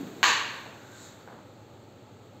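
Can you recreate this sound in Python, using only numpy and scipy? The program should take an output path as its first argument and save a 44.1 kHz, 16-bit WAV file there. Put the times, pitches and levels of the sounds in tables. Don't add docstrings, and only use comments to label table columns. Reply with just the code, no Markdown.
import sys
import numpy as np
from scipy import signal
from scipy.fft import rfft, irfft, next_fast_len
from scipy.io import wavfile

SR = 44100
rng = np.random.default_rng(int(sys.argv[2]) if len(sys.argv) > 2 else 0)


def int16_out(signal):
    q = np.round(np.clip(np.atleast_2d(signal).T, -1, 1) * 32767)
    wavfile.write(sys.argv[1], SR, q.astype(np.int16))


N = 105840
T = np.arange(N) / SR


def from_db(db):
    return 10 ** (np.asarray(db) / 20)


def at_hz(points, hz):
    points_hz, values = np.transpose(sorted(points))
    return np.interp(np.log(np.maximum(hz, 1)), np.log(points_hz), values)


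def fader(points):
    return from_db(np.interp(T, *np.transpose(points)))


def swell(peak_s, width_s):
    return np.exp(-.5 * ((T - peak_s) / width_s) ** 2)


def decay(age_s, t60_s):
    return np.exp(-np.log(1000) * age_s / t60_s)


def colour(sound, points):
    size = 2 * next_fast_len(N)
    gain = from_db(at_hz(points, np.fft.rfftfreq(size, 1 / SR)))
    cepstrum = irfft(np.log(gain))
    cepstrum[1:size // 2] *= 2
    cepstrum[size // 2 + 1:] = 0
    return irfft(rfft(sound, size) * np.exp(rfft(cepstrum)))[:N]


def white():
    return rng.standard_normal(N) * np.sqrt(SR / 2)


def narrow_noise(centre_hz, width_hz):
    band = np.exp(-.5 * ((np.fft.rfftfreq(N, 1 / SR) - centre_hz) / (width_hz / 2)) ** 2)
    noise = irfft(rfft(white()) * band, N)
    return noise / noise.std()


def click(start_s):
    return (np.arange(N) == int(start_s * SR)) * SR / np.sqrt(2)


def ring(start_s, pitch_hz, level_db, t60_s, build_s=.0065):
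    age = np.maximum(T - start_s, 0)
    envelope = (1 - np.exp(-age / build_s)) * decay(age, t60_s)
    return from_db(level_db) * envelope * np.sin(2 * np.pi * (pitch_hz * age + rng.random()))


def room_tone():
    # frequency_hz, level_db
    rumble_spectrum = [(25, -104), (48, -101), (62, -94), (85, -83), (105, -79.5), (130, -77.5),
                       (165, -81.5), (210, -79), (300, -79), (560, -81.5), (720, -88), (850, -82.5),
                       (1000, -94.5), (1280, -89.5), (1550, -97), (2400, -100), (4200, -100), (6200, -105),
                       (7300, -103), (9000, -104), (15000, -105)]
    # pitch_hz, level_db
    hum_tones = [(100.5, -62), (112, -64), (124.5, -63)]
    rumble = colour(white(), rumble_spectrum)
    hum = sum(from_db(db) * np.sqrt(2) * np.sin(2 * np.pi * (hz * T + rng.random()))
              for hz, db in hum_tones)
    return rumble + hum


def room_tail(start_s, level_db=-.43, build_s=.0013, hold_s=.051):
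    # centre_hz, t60_s
    reverb_times = [(150, 0.38), (500, 0.98), (1000, 0.84), (1800, 0.86), (3000, 0.87), (4200, .76),
                    (7000, 0.57), (13000, 0.59)]
    age = np.maximum(T - start_s, 0)
    fading_s = np.maximum(age - hold_s, 0)
    spectrum = rfft(white())
    tail = 0
    for centre_hz, t60_s in reverb_times:
        band = [(hz, float(hz == centre_hz)) for hz, _ in reverb_times]
        share = at_hz(band, np.fft.rfftfreq(N, 1 / SR))
        tail += irfft(spectrum * share, N) * decay(fading_s, t60_s)
    return from_db(level_db) * tail * (1 - np.exp(-age / build_s))


def contact(start_s, direct_db):
    # delay_s, level_db
    reflections = [(.0013, -8), (.0078, -4.5), (.0110, -5), (.0120, -4), (.0232, -8), (.0250, -17),
                   (.0432, -27), (0.0512, -8.5)]
    # frequency_hz, gain_db
    crack_colour = [(300, -4.5), (1000, 0.5), (2000, 0.5), (4200, -3), (7000, -10), (12000, -1),
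                    (15000, 14)]
    clicks = click(start_s) + sum(from_db(db) * click(start_s + delay_s) for delay_s, db in reflections)
    return room_tail(start_s) - from_db(direct_db) * colour(clicks, crack_colour)


def boom(t60_s=1.84):
    # frequency_hz, level_db
    boom_spectrum = [(50, -110), (110, -81), (150, -71), (200, -65.5), (330, -65), (430, -66.5),
                     (560, -83.5), (1000, -100)]
    # pitch_hz, level_db, t60_s
    boom_tones = [(195, -40.5, 0.73), (276, -27, 0.14)]
    noise = colour(white(), boom_spectrum) * decay(T, t60_s)
    return noise + sum(ring(0, *tone) for tone in boom_tones)


def rustle():
    # frequency_hz, level_db
    rustle_spectrum = [(60, -112), (400, -90.5), (700, -76), (1000, -92.5), (1600, -92), (2500, -91.5),
                       (4000, -95), (7000, -102), (13000, -89.5)]
    # time_s, level_db
    rustle_levels = [(0, 2.5), (.05, -4.5), (.075, 2.5), (.11, -5), (.22, -3), (.4, -35)]
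    return colour(white(), rustle_spectrum) * fader(rustle_levels)


def bump():
    # frequency_hz, gain_db
    bump_colour = [(60, -110), (130, -85), (185, -71.5), (260, -88), (340, -84), (600, -78.5), (1000, -84),
                   (3000, -115)]
    return colour(contact(start_s=.655, direct_db=-24.5), bump_colour)


def striker_slide(grain_db=.5):
    # time_s, level_db
    stroke_levels = [(0, -1), (.2, -2), (.55, 2), (.72, -2.5), (.85, -3.5), (1.0, -1.5), (1.12, -3.5),
                     (1.22, -5), (1.35, -12.5), (1.5, -16.5), (2.4, -31)]
    # frequency_hz, level_db
    hiss_spectrum = [(60, -110), (400, -84.5), (1000, -86.5), (1500, -85), (2100, -90), (3000, -98.5),
                     (3800, -89), (4600, -95.5), (6200, -93.5), (7200, -93), (8400, -95), (10500, -101),
                     (12500, -92), (15000, -97.5)]
    # pitch_hz, width_hz, level_db
    singing_bands = [(1570, 39, -64), (1467, 61, -63.5)]
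    # frequency_hz, level_db
    swish_spectrum = [(2000, -112), (3100, -102), (3800, -87.5), (4600, -89.5), (6200, -90), (7200, -84),
                      (8400, -88.5), (10000, -97), (15000, -96)]
    grain = from_db(grain_db * narrow_noise(centre_hz=0, width_hz=120))
    singing = sum(from_db(db) * narrow_noise(hz, width_hz) for hz, width_hz, db in singing_bands)
    singing *= swell(peak_s=.9, width_s=.19)
    swish = colour(white(), swish_spectrum) * swell(peak_s=1.033, width_s=.069)
    hiss = colour(white() * grain * fader(stroke_levels), hiss_spectrum)
    return hiss + swish + singing


def striker_tap(gain_db=2):
    # frequency_hz, gain_db
    tap_colour = [(45, -115), (150, -83), (500, -81.5), (1100, -84.5), (1600, -88.5), (2300, -101),
                  (4000, -110), (14000, -118)]
    return from_db(gain_db) * colour(contact(start_s=1.2762, direct_db=-17.5), tap_colour)


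def striker_knock(start_s=.2302, gain_db=.5, ring_gain_db=-1):
    # pitch_hz, level_db, t60_s
    board_modes = [(830, -38, .65), (924, -34, .85), (973, -33, .75), (1020, -38, .8), (1076, -32, .7),
                   (1138, -32, .7), (1609, -33, .6), (1689, -34, .75), (1740, -34, .75), (1813, -34, .8),
                   (1901, -34, .75), (2507, -37, .75), (2769, -37, .8), (2869, -35, .7), (2929, -36, .65),
                   (3976, -38, .55), (6864, -42, .5)]
    # frequency_hz, gain_db
    knock_colour = [(45, -104), (130, -84), (280, -69.5), (480, -67), (740, -65), (880, -57.5), (1120, -51),
                    (1330, -61), (1620, -52.5), (1860, -54), (2050, -60.5), (2350, -56.5), (2850, -57.5),
                    (3150, -62), (4200, -59), (5200, -63.5), (6700, -62), (7600, -66.5), (8500, -82),
                    (10500, -75), (12300, -75.5), (15000, -85.5)]
    ringing = sum(ring(start_s, hz, db + ring_gain_db, t60_s) for hz, db, t60_s in board_modes)
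    impact = colour(contact(start_s, direct_db=-19.5), knock_colour)
    return from_db(gain_db) * (impact + ringing)


def scene():
    return (striker_knock() + striker_tap() + bump() + striker_slide()
            + rustle() + boom() + room_tone())[None]


def record(dry, cutoff_hz=15600):
    # frequency_hz, gain_db
    mic_response = [(25, 8), (60, 0), (4550, 0), (4850, -8.5), (6000, -7.5), (6250, -0.5), (7600, -1.5),
                    (8450, -10), (8700, -21), (11400, -28), (11700, -11.5), (15500, -12)]
    lowpass = signal.ellip(12, .1, 80, cutoff_hz, fs=SR, output="sos")
    return signal.sosfilt(lowpass, colour(dry[0], mic_response))[None]


dry = scene()
out = record(dry)
int16_out(out)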